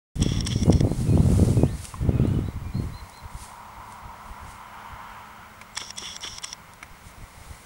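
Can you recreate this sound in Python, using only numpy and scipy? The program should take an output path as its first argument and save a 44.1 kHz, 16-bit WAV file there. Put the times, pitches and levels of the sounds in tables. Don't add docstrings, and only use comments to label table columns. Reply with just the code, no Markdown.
import sys
import numpy as np
from scipy import signal
from scipy.fft import rfft, irfft
from scipy.io import wavfile
from scipy.ndimage import uniform_filter1d

SR = 44100
rng = np.random.default_rng(int(sys.argv[2]) if len(sys.argv) > 2 else 0)


def store_pcm(level_fs):
    pcm = np.round(np.clip(level_fs, -1, 1) * 32767).astype(np.int16)
    wavfile.write(sys.argv[1], SR, np.atleast_2d(pcm).T)


N = 337365
T = np.arange(N) / SR
FREQ = np.fft.rfftfreq(N, 1 / SR)


def undb(db):
    return 10 ** (np.asarray(db) / 20)


def unit(x):
    return x / np.sqrt(np.mean(x ** 2) + 1e-20)


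def colour(x, points):
    hz, db = np.transpose(points)
    return irfft(rfft(x) * undb(np.interp(np.log(FREQ + 1), np.log(hz), db)), N)


def noise(points):
    return unit(colour(rng.standard_normal(N), points))


def walk(rate):
    return unit(np.interp(T * rate, np.arange(8000), rng.standard_normal(8000)))


def sine(hz):
    return np.sin(2 * np.pi * np.cumsum(hz) / SR)


def swell(s, half_s):
    return np.exp(-np.minimum(((T - s) / half_s) ** 2, 60))


def add(out, s, sound):
    i = max(int(s * SR), 0)
    out[i:i + len(sound)] += sound[:N - i]


def contacts(rows, decay_ms):
    envelope = np.exp(-T[:SR // 20] * 1000 / decay_ms)
    envelope *= np.sqrt(SR / 1000 / np.sum(envelope ** 2))
    out = np.zeros(N)
    for s, db in rows:
        add(out, s, undb(db) * rng.choice([-1, 1], len(envelope)) * envelope)
    return out


# f/Hz, level/dB
AIR_EQ = [(18, -26), (35, -6), (70, -4), (130, -5), (180, -2), (330, -12.5), (700, -8), (1030, -5),
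          (1700, -14), (2130, -7.5), (2500, -17), (4600, -21.5), (5600, -22), (15000, -28.5)]

def background():
    air = noise(AIR_EQ) * undb(.5 * walk(5.6))
    whine = np.sin(2 * np.pi * 15681 * T)
    return undb(-49.5) * air + undb(-65.5) * whine


# t/s, f/Hz, level/dB
ENGINE_CURVE = [(3.3, 103.8, -61), (3.71, 103.6, -57), (5.7, 107.1, -57.5), (5.99, 103.8, -53),
                (6.21, 82.6, -57.5), (7.65, 83.6, -62.5)]

def far_engine(fade_s=.27):
    s, hz, db = np.transpose(ENGINE_CURVE)
    pitch = np.interp(T, s, hz) * (1 + .0064 * walk(11))
    drone = unit(sine(pitch) + sine(2 * pitch)) * undb(.42 * walk(6.7))
    outside_s = np.abs(T - np.clip(T, s[0], s[-1]))
    return drone * undb(np.interp(T, s, db) - .5) * np.exp(-outside_s / fade_s)


# f/Hz, level/dB
ROAR_EQ = [(300, -51.5), (600, -13.5), (800, -4), (980, 5), (1150, -3.5), (1400, -8), (1750, -24),
           (2130, -16.5), (2500, -40), (6000, -49)]
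HISS_EQ = [(600, -48), (1300, 17), (1800, 5), (2130, 5), (2500, 0), (3100, 2), (4000, -21), (7000, -36),
           (12000, -50)]
# nearest t/s, half-length/s, roar level/dB, hiss level/dB
PASSES = [(3.3, 0.78, -51.5, -75), (3.95, 0.62, -44, -57), (4.92, 0.4, -43.5, -45.5),
          (6.4, 0.42, -52.5, -55.5)]

def cars(roar_falloff=1.8, hiss_falloff=1.13, hiss_lag_s=.092):
    roar_power, hiss_power = 0, 0
    for s, half_s, roar_db, hiss_db in PASSES:
        roar_power += undb(roar_db) ** 2 / (1 + ((T - s) / half_s) ** 2) ** roar_falloff
        hiss_power += undb(hiss_db) ** 2 / (1 + ((T - s - hiss_lag_s) / half_s) ** 2) ** hiss_falloff
    roar = noise(ROAR_EQ) * np.sqrt(roar_power)
    hiss = noise(HISS_EQ) * np.sqrt(hiss_power)
    return (roar + undb(-2.5) * hiss) * undb(.56 * walk(9.7))


def note(hz, quaver=.0073):
    u = np.linspace(0, 1, len(hz))
    waver = np.interp(u, np.linspace(0, 1, 20), rng.standard_normal(20))
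    return np.sqrt(2 * np.abs(np.sin(np.pi * u))) * sine(hz * (1 + quaver * waver))


# t/s into the call, f/Hz, level/dB
SWOOP_SHAPE = [(0, 2900, -3), (0.049, 2546, -2), (0.109, 2470, -0.5), (.14, 2944, -2), (.17, 3850, -1.5),
               (.195, 4270, -1), (.235, 4220, 1)]
# t/s, level/dB
SWOOP_CUES = [(1.025, -50), (1.527, -49), (2.084, -52)]
# t/s, top f/Hz, level/dB
CHIRP_CUES = [(.715, 4330, -49), (.87, 4180, -51), (1.07, 4280, -51), (2.43, 3940, -56), (2.73, 4260, -46),
              (2.925, 4160, -46), (3.125, 4150, -49)]
# t/s, length/s, f/Hz, glide/Hz, level/dB
WHISTLE_CUES = [(.56, 0.093, 2186, -150, -47), (0.635, 0.065, 2890, -1.5, -49),
                (1.633, 0.093, 1807, 2, -52), (1.9, 0.032, 2680, -200, -54),
                (1.951, 0.094, 1820, -170, -55), (2.234, 0.14, 2904, 192, -49.5),
                (2.636, 0.088, 2390, 70, -51.5), (5.72, 0.12, 7320, -480, -55), (5.92, .13, 7070, 100, -52),
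                (6.11, .09, 7480, -300, -53)]

def birds(chirp_s=.084, arch_hz=820, t60=.28):
    song = np.zeros(N)
    at, pitch, shape_db = np.transpose(SWOOP_SHAPE)
    t = T[T < at[-1]]
    for s, db in SWOOP_CUES:
        add(song, s, undb(db + np.interp(t, at, shape_db)) * note(np.interp(t, at, pitch)))
    sag = arch_hz * (T[T < chirp_s] / chirp_s - .58) ** 2
    for s, hz, db in CHIRP_CUES:
        add(song, s, undb(db) * note(hz - sag))
    for s, length, hz, glide_hz, db in WHISTLE_CUES:
        add(song, s, undb(db) * note(hz + glide_hz * (T[T < length] / length - .5)))
    trunks = rng.standard_normal(SR) * np.exp(-np.log(1000) * T[:SR] / t60)
    reverb = signal.fftconvolve(song, trunks / np.linalg.norm(trunks))[:N]
    return undb(-5) * song + undb(-7.5) * reverb


def plink(s=1.941, hz=1040, t60=.034, db=-25):
    t = T[:SR // 8]
    ring = sine(hz * (1 + .027 * np.exp(-t / .0032)))
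    envelope = (1 - np.exp(-t / .00013)) * np.exp(-np.log(1000) * t / t60)
    out = np.zeros(N)
    add(out, s, undb(db) * ring * envelope)
    return out


# f/Hz, level/dB
CLOTH_EQ = [(300, -4), (1250, -4.5), (1700, -4.5), (3000, -4), (5000, -2), (7500, -0.5), (9500, 3),
            (11500, -7), (15000, -21)]
# middle t/s, swell and fade time/s, level/dB
SLEEVE_STROKES = [(.16, .05, -51), (.66, 0.08, -50), (1.01, 0.13, -46), (1.36, 0.18, -44),
                  (1.5, 0.12, -44.5), (1.849, 0.1, -45), (2.32, 0.17, -59), (2.83, .1, -58.5),
                  (3.1, 0.19, -60), (3.431, 0.069, -47), (3.92, 0.06, -59), (4.28, .1, -62.5),
                  (4.51, .06, -53.5), (7.08, 0.033, -55), (7.52, 0.38, -56.5)]
# t/s, level/dB
CLOTH_TICKS = [(1.8439, -27), (1.8528, -23), (2.273, -37), (3.097, -35), (3.1737, -39), (3.9234, -36),
               (6.7354, -37)]

def sleeve():
    power = sum((undb(db) * np.exp(-np.abs(T - s) / fade)) ** 2 for s, fade, db in SLEEVE_STROKES)
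    rustle = noise(CLOTH_EQ) * undb(.79 * walk(300)) * np.sqrt(power)
    ticks = colour(contacts(CLOTH_TICKS, decay_ms=2.1), CLOTH_EQ)
    return undb(2.5) * rustle + undb(-1.5) * ticks


# f/Hz, level/dB
SNAP_EQ = [(450, -18.5), (1000, -2.5), (1350, -4), (1950, -6), (2250, 0.5), (2550, -12), (4500, -22),
           (6000, -18), (8000, -25), (9700, -17), (13000, -42)]
# t/s, level/dB
CASE_SNAPS = [(5.6137, -28), (5.7735, -24.5), (5.8157, -29), (6.8281, -26)]
CASE_BUMPS = [(3.237, -45), (5.816, -41.5), (6.022, -39), (6.248, -37)]

def fingers():
    snaps = colour(contacts(CASE_SNAPS, decay_ms=5.2), SNAP_EQ)
    bumps = contacts(CASE_BUMPS, decay_ms=12)
    thuds = colour(bumps, [(100, -14), (380, -1), (700, -8), (1500, -6), (4000, -25), (9000, -55)])
    return undb(14.5) * snaps + undb(24.5) * thuds


# f/Hz, width/Hz, level/dB
SHELL_MODES = [(1160, 370, -0.5), (2130, 420, 5.5), (2797, 100, 3), (2970, 34, 4.5), (3090, 72, 1.5),
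               (3394, 275, 10), (4070, 320, 0), (4530, 130, 1), (5090, 84, 5.5), (5370, 120, 7),
               (5525, 390, 9.5), (5600, 170, 10), (5950, 99, -21), (6870, 180, -0.5), (7810, 320, 5),
               (9100, 170, -41), (9600, 500, -20)]

def housing(x, top_hz=10500):
    response = sum(undb(db) * 1j * FREQ * width / (hz ** 2 - FREQ ** 2 + 1j * FREQ * width)
                   for hz, width, db in SHELL_MODES)
    damping = 1 / np.sqrt(1 + (FREQ / top_hz) ** 10)
    return irfft(rfft(x) * unit(np.abs(response) * damping), N)


def gear_clicks(clicks):
    blows = [(s, db) for s, db, _ in clicks]
    knocks = contacts(blows, decay_ms=1.65) + undb(-8) * contacts(blows, decay_ms=4.8)
    knocks = colour(knocks, [(1000, -1), (2800, -3), (5600, -1), (8000, -9), (12000, -17)])
    edges = contacts([(s, db + edge_db) for s, db, edge_db in clicks], decay_ms=1.3)
    edges = colour(edges, [(4000, -31.5), (7500, -6), (10000, -6), (15000, -18)])
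    return housing(undb(-2.5) * knocks + undb(24) * edges)


# f/Hz, level/dB
FRICTION_EQ = [(300, -20), (1200, 2), (2200, -1.5), (3000, 3), (3500, 3.5), (4400, -4.5), (5500, -9),
               (12000, -11)]
# middle t/s, half-length/s, level/dB
BARREL_SCRAPES = [(.312, 0.094, -37), (.52, .018, -32.5), (5.81, 0.012, -36), (6.07, .064, -37),
                  (6.242, 0.013, -32), (6.274, 0.01, -32.5)]

def lens_barrel(gear_scrapes, squeak_hz=3247, climb=.09, hard_press_db=-31):
    scrapes = BARREL_SCRAPES + gear_scrapes
    presses = [undb(db) * swell(s, half) for s, half, db in scrapes]
    pressure = sum(presses)
    progress = sum(p * np.tanh((T - s) / half) for p, (s, half, _) in zip(presses, scrapes)) / pressure
    pitch = squeak_hz * (1 + climb * progress + .032 * walk(45) + .027 * walk(500))
    grip = undb(2.5 * walk(250))
    rasp = unit(housing(noise(FRICTION_EQ) * grip))
    squeak = unit(sine(pitch) * grip) * pressure ** 2 / undb(hard_press_db)
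    return undb(-1) * pressure * rasp + undb(-4) * squeak


# f/Hz, level/dB
MOTOR_EQ = [(300, -2), (1200, -11), (3300, 7), (5600, 6), (8000, 0), (11000, -1.5), (15000, -27)]
# start t/s, stop t/s, whirr level/dB, gear click level/dB
MOTOR_RUNS = [(.2052, .4075, -44, -18.5), (0.4512, .633, -41, -15.5), (0.707, 0.806, -46.5, -19),
              (5.7548, 5.906, -42.5, -17), (5.9625, 6.165, -42.5, -19.5), (6.2083, 6.384, -41.5, -34),
              (6.4228, 6.5295, -44, -16)]

def lens_motor(slack_s=.022, touch_s=.0038):
    running, clicks, scrapes = 0, [], []
    for start, stop, whirr_db, click_db in MOTOR_RUNS:
        running += undb(whirr_db) * np.clip((T - start) / .011, 0, 1) * np.clip((stop - T) / .0021, 0, 1)
        engage = start + slack_s
        touch = engage - touch_s
        # t/s, level/dB, edge offset/dB
        clicks += [(start, -34, -14), (touch, click_db - 1.5, -27),
                   (engage, click_db, -18), (stop, -19, -28)]
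        scrapes.append((touch, .0087, click_db - 18))
    whirr = unit(housing(noise(MOTOR_EQ) * undb(1.2 * walk(700))))
    return running * whirr + lens_barrel(scrapes) + gear_clicks(clicks)


# t/s, hold/s, level/dB
GUST_CUES = [(0.221, 0.014, -21.5), (.26, .35, -26.5), (0.677, 0.039, -15.5), (0.785, 0.11, -20.5),
             (1.011, 0.13, -23), (1.103, 0.37, -18), (1.515, 0.12, -19.5), (2.048, 0.34, -22),
             (2.542, 0.19, -32), (2.752, 0.082, -26.5)]
# t/s, level/dB
PUFF_CUES = [(3.04, -40.5), (3.24, -36.5), (3.35, -36.5), (3.43, -43), (3.79, -44), (4.07, -37.5),
             (4.3, -38), (4.454, -35.5), (4.55, -45), (4.935, -41), (5.099, -49), (6.06, -46),
             (6.31, -41.5), (6.92, -46.5), (7.07, -39.5), (7.21, -35), (7.4, -43), (7.51, -36)]

def wind_strength(rise_db_per_s=159, fall_db_per_s=101, calm_db=-57.5, puff_half_s=.033):
    puff_power = sum((undb(db) * swell(s, puff_half_s)) ** 2 for s, db in PUFF_CUES)
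    gusts_db = [db - rise_db_per_s * np.maximum(s - T, 0) - fall_db_per_s * np.maximum(T - s - hold, 0)
                for s, hold, db in GUST_CUES]
    return np.sqrt(undb(calm_db) ** 2 + puff_power + undb(np.max(gusts_db, axis=0)) ** 2)


# middle t/s, half-length/s, level/dB
PORT_SWELLS = [(1.33, 0.31, -52.5), (2.25, 0.26, -50.5)]

def port_song():
    breath = noise([(900, -28), (1250, 6), (1600, -6), (2100, -8), (3500, -9), (8000, -47)])
    return breath * sum(undb(db) * swell(s, half) for s, half, db in PORT_SWELLS)


def eddy(half_width_ms):
    u = np.arange(-30, 30, 1000 / SR) / half_width_ms
    cusp = np.real(np.exp(2j * np.pi * rng.random()) / (1 - 1j * u) ** 2)
    return cusp * np.hanning(len(u))


def eddy_swarm(strength, growth=1.7, strong_gust_db=-19.5):
    swarm = 0
    for half_width_ms, per_s, db in [(1.376, 190, 2.5), (.69, 170, -11.5)]:
        kicks = (rng.random(N) < per_s / SR) * rng.uniform(-.62, 1, N)
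        swarm += undb(db) * unit(signal.fftconvolve(kicks, eddy(half_width_ms), "same"))
    swarm = colour(swarm, [(30, -24), (80, -30), (170, 2.5)])
    return undb(-30) * (strength / undb(strong_gust_db)) ** growth * swarm


# t/s, level/dB, half-width/ms
BUFFET_HITS = [(.220, -13, 2.4), (.264, -14, 1.3), (.32, -21, 1.2), (.374, -19, 2.2), (.561, -17, 1.6),
               (.681, -21, .6), (.699, -6, .9), (.811, -13, 1.1), (.850, -16.5, .95), (.872, -17, .9),
               (.917, -16, .85), (1.176, -15, .7), (1.397, -13, .9), (1.431, -13, 1.1), (1.572, -18, .85),
               (1.635, -7.5, .9), (2.093, -14, 1), (2.199, -14, 1.2), (2.253, -17, 1), (2.39, -19, 1.4),
               (2.487, -25, 1.1), (2.8, -20, 1.5)]

def buffets(boost_db=6):
    out = np.zeros(N)
    for s, db, half_width_ms in BUFFET_HITS:
        pulse = eddy(half_width_ms)
        add(out, s - len(pulse) / 2 / SR, undb(db + boost_db) * pulse)
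    return out


# f/Hz, level/dB
LIGHT_WIND_EQ = [(15, -13), (35, -5), (65, -0.5), (110, -8), (180, -30.5), (400, -34), (1000, -68)]
FAST_WIND_EQ = [(25, -57), (60, -7.5), (100, 1.5), (150, -3), (230, -11.5), (400, -39), (800, -37),
                (2000, -74)]

def wind(crossfade_db=-31):
    strength = wind_strength()
    fast_share = 1 / (1 + (undb(crossfade_db) / strength) ** 2)
    rumble = np.sqrt(1 - fast_share) * noise(LIGHT_WIND_EQ) + np.sqrt(fast_share) * noise(FAST_WIND_EQ)
    rumble *= undb(5.4 * walk(45))
    rumble /= np.sqrt(uniform_filter1d(rumble ** 2, SR // 12))
    return undb(-.5) * strength * rumble + eddy_swarm(strength) + buffets() + port_song()


def scene():
    close = wind() + lens_motor() + sleeve() + fingers() + plink()
    distant = birds() + cars() + far_engine() + background()
    return (close + distant)[None]


def record(dry, start_s=.155, top_hz=15950):
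    gate = np.clip((T - start_s) / .00038, 0, 1)
    return signal.sosfilt(signal.ellip(12, .1, 80, top_hz, fs=SR, output="sos"), dry * gate)


dry = scene()
out = record(dry)
store_pcm(out)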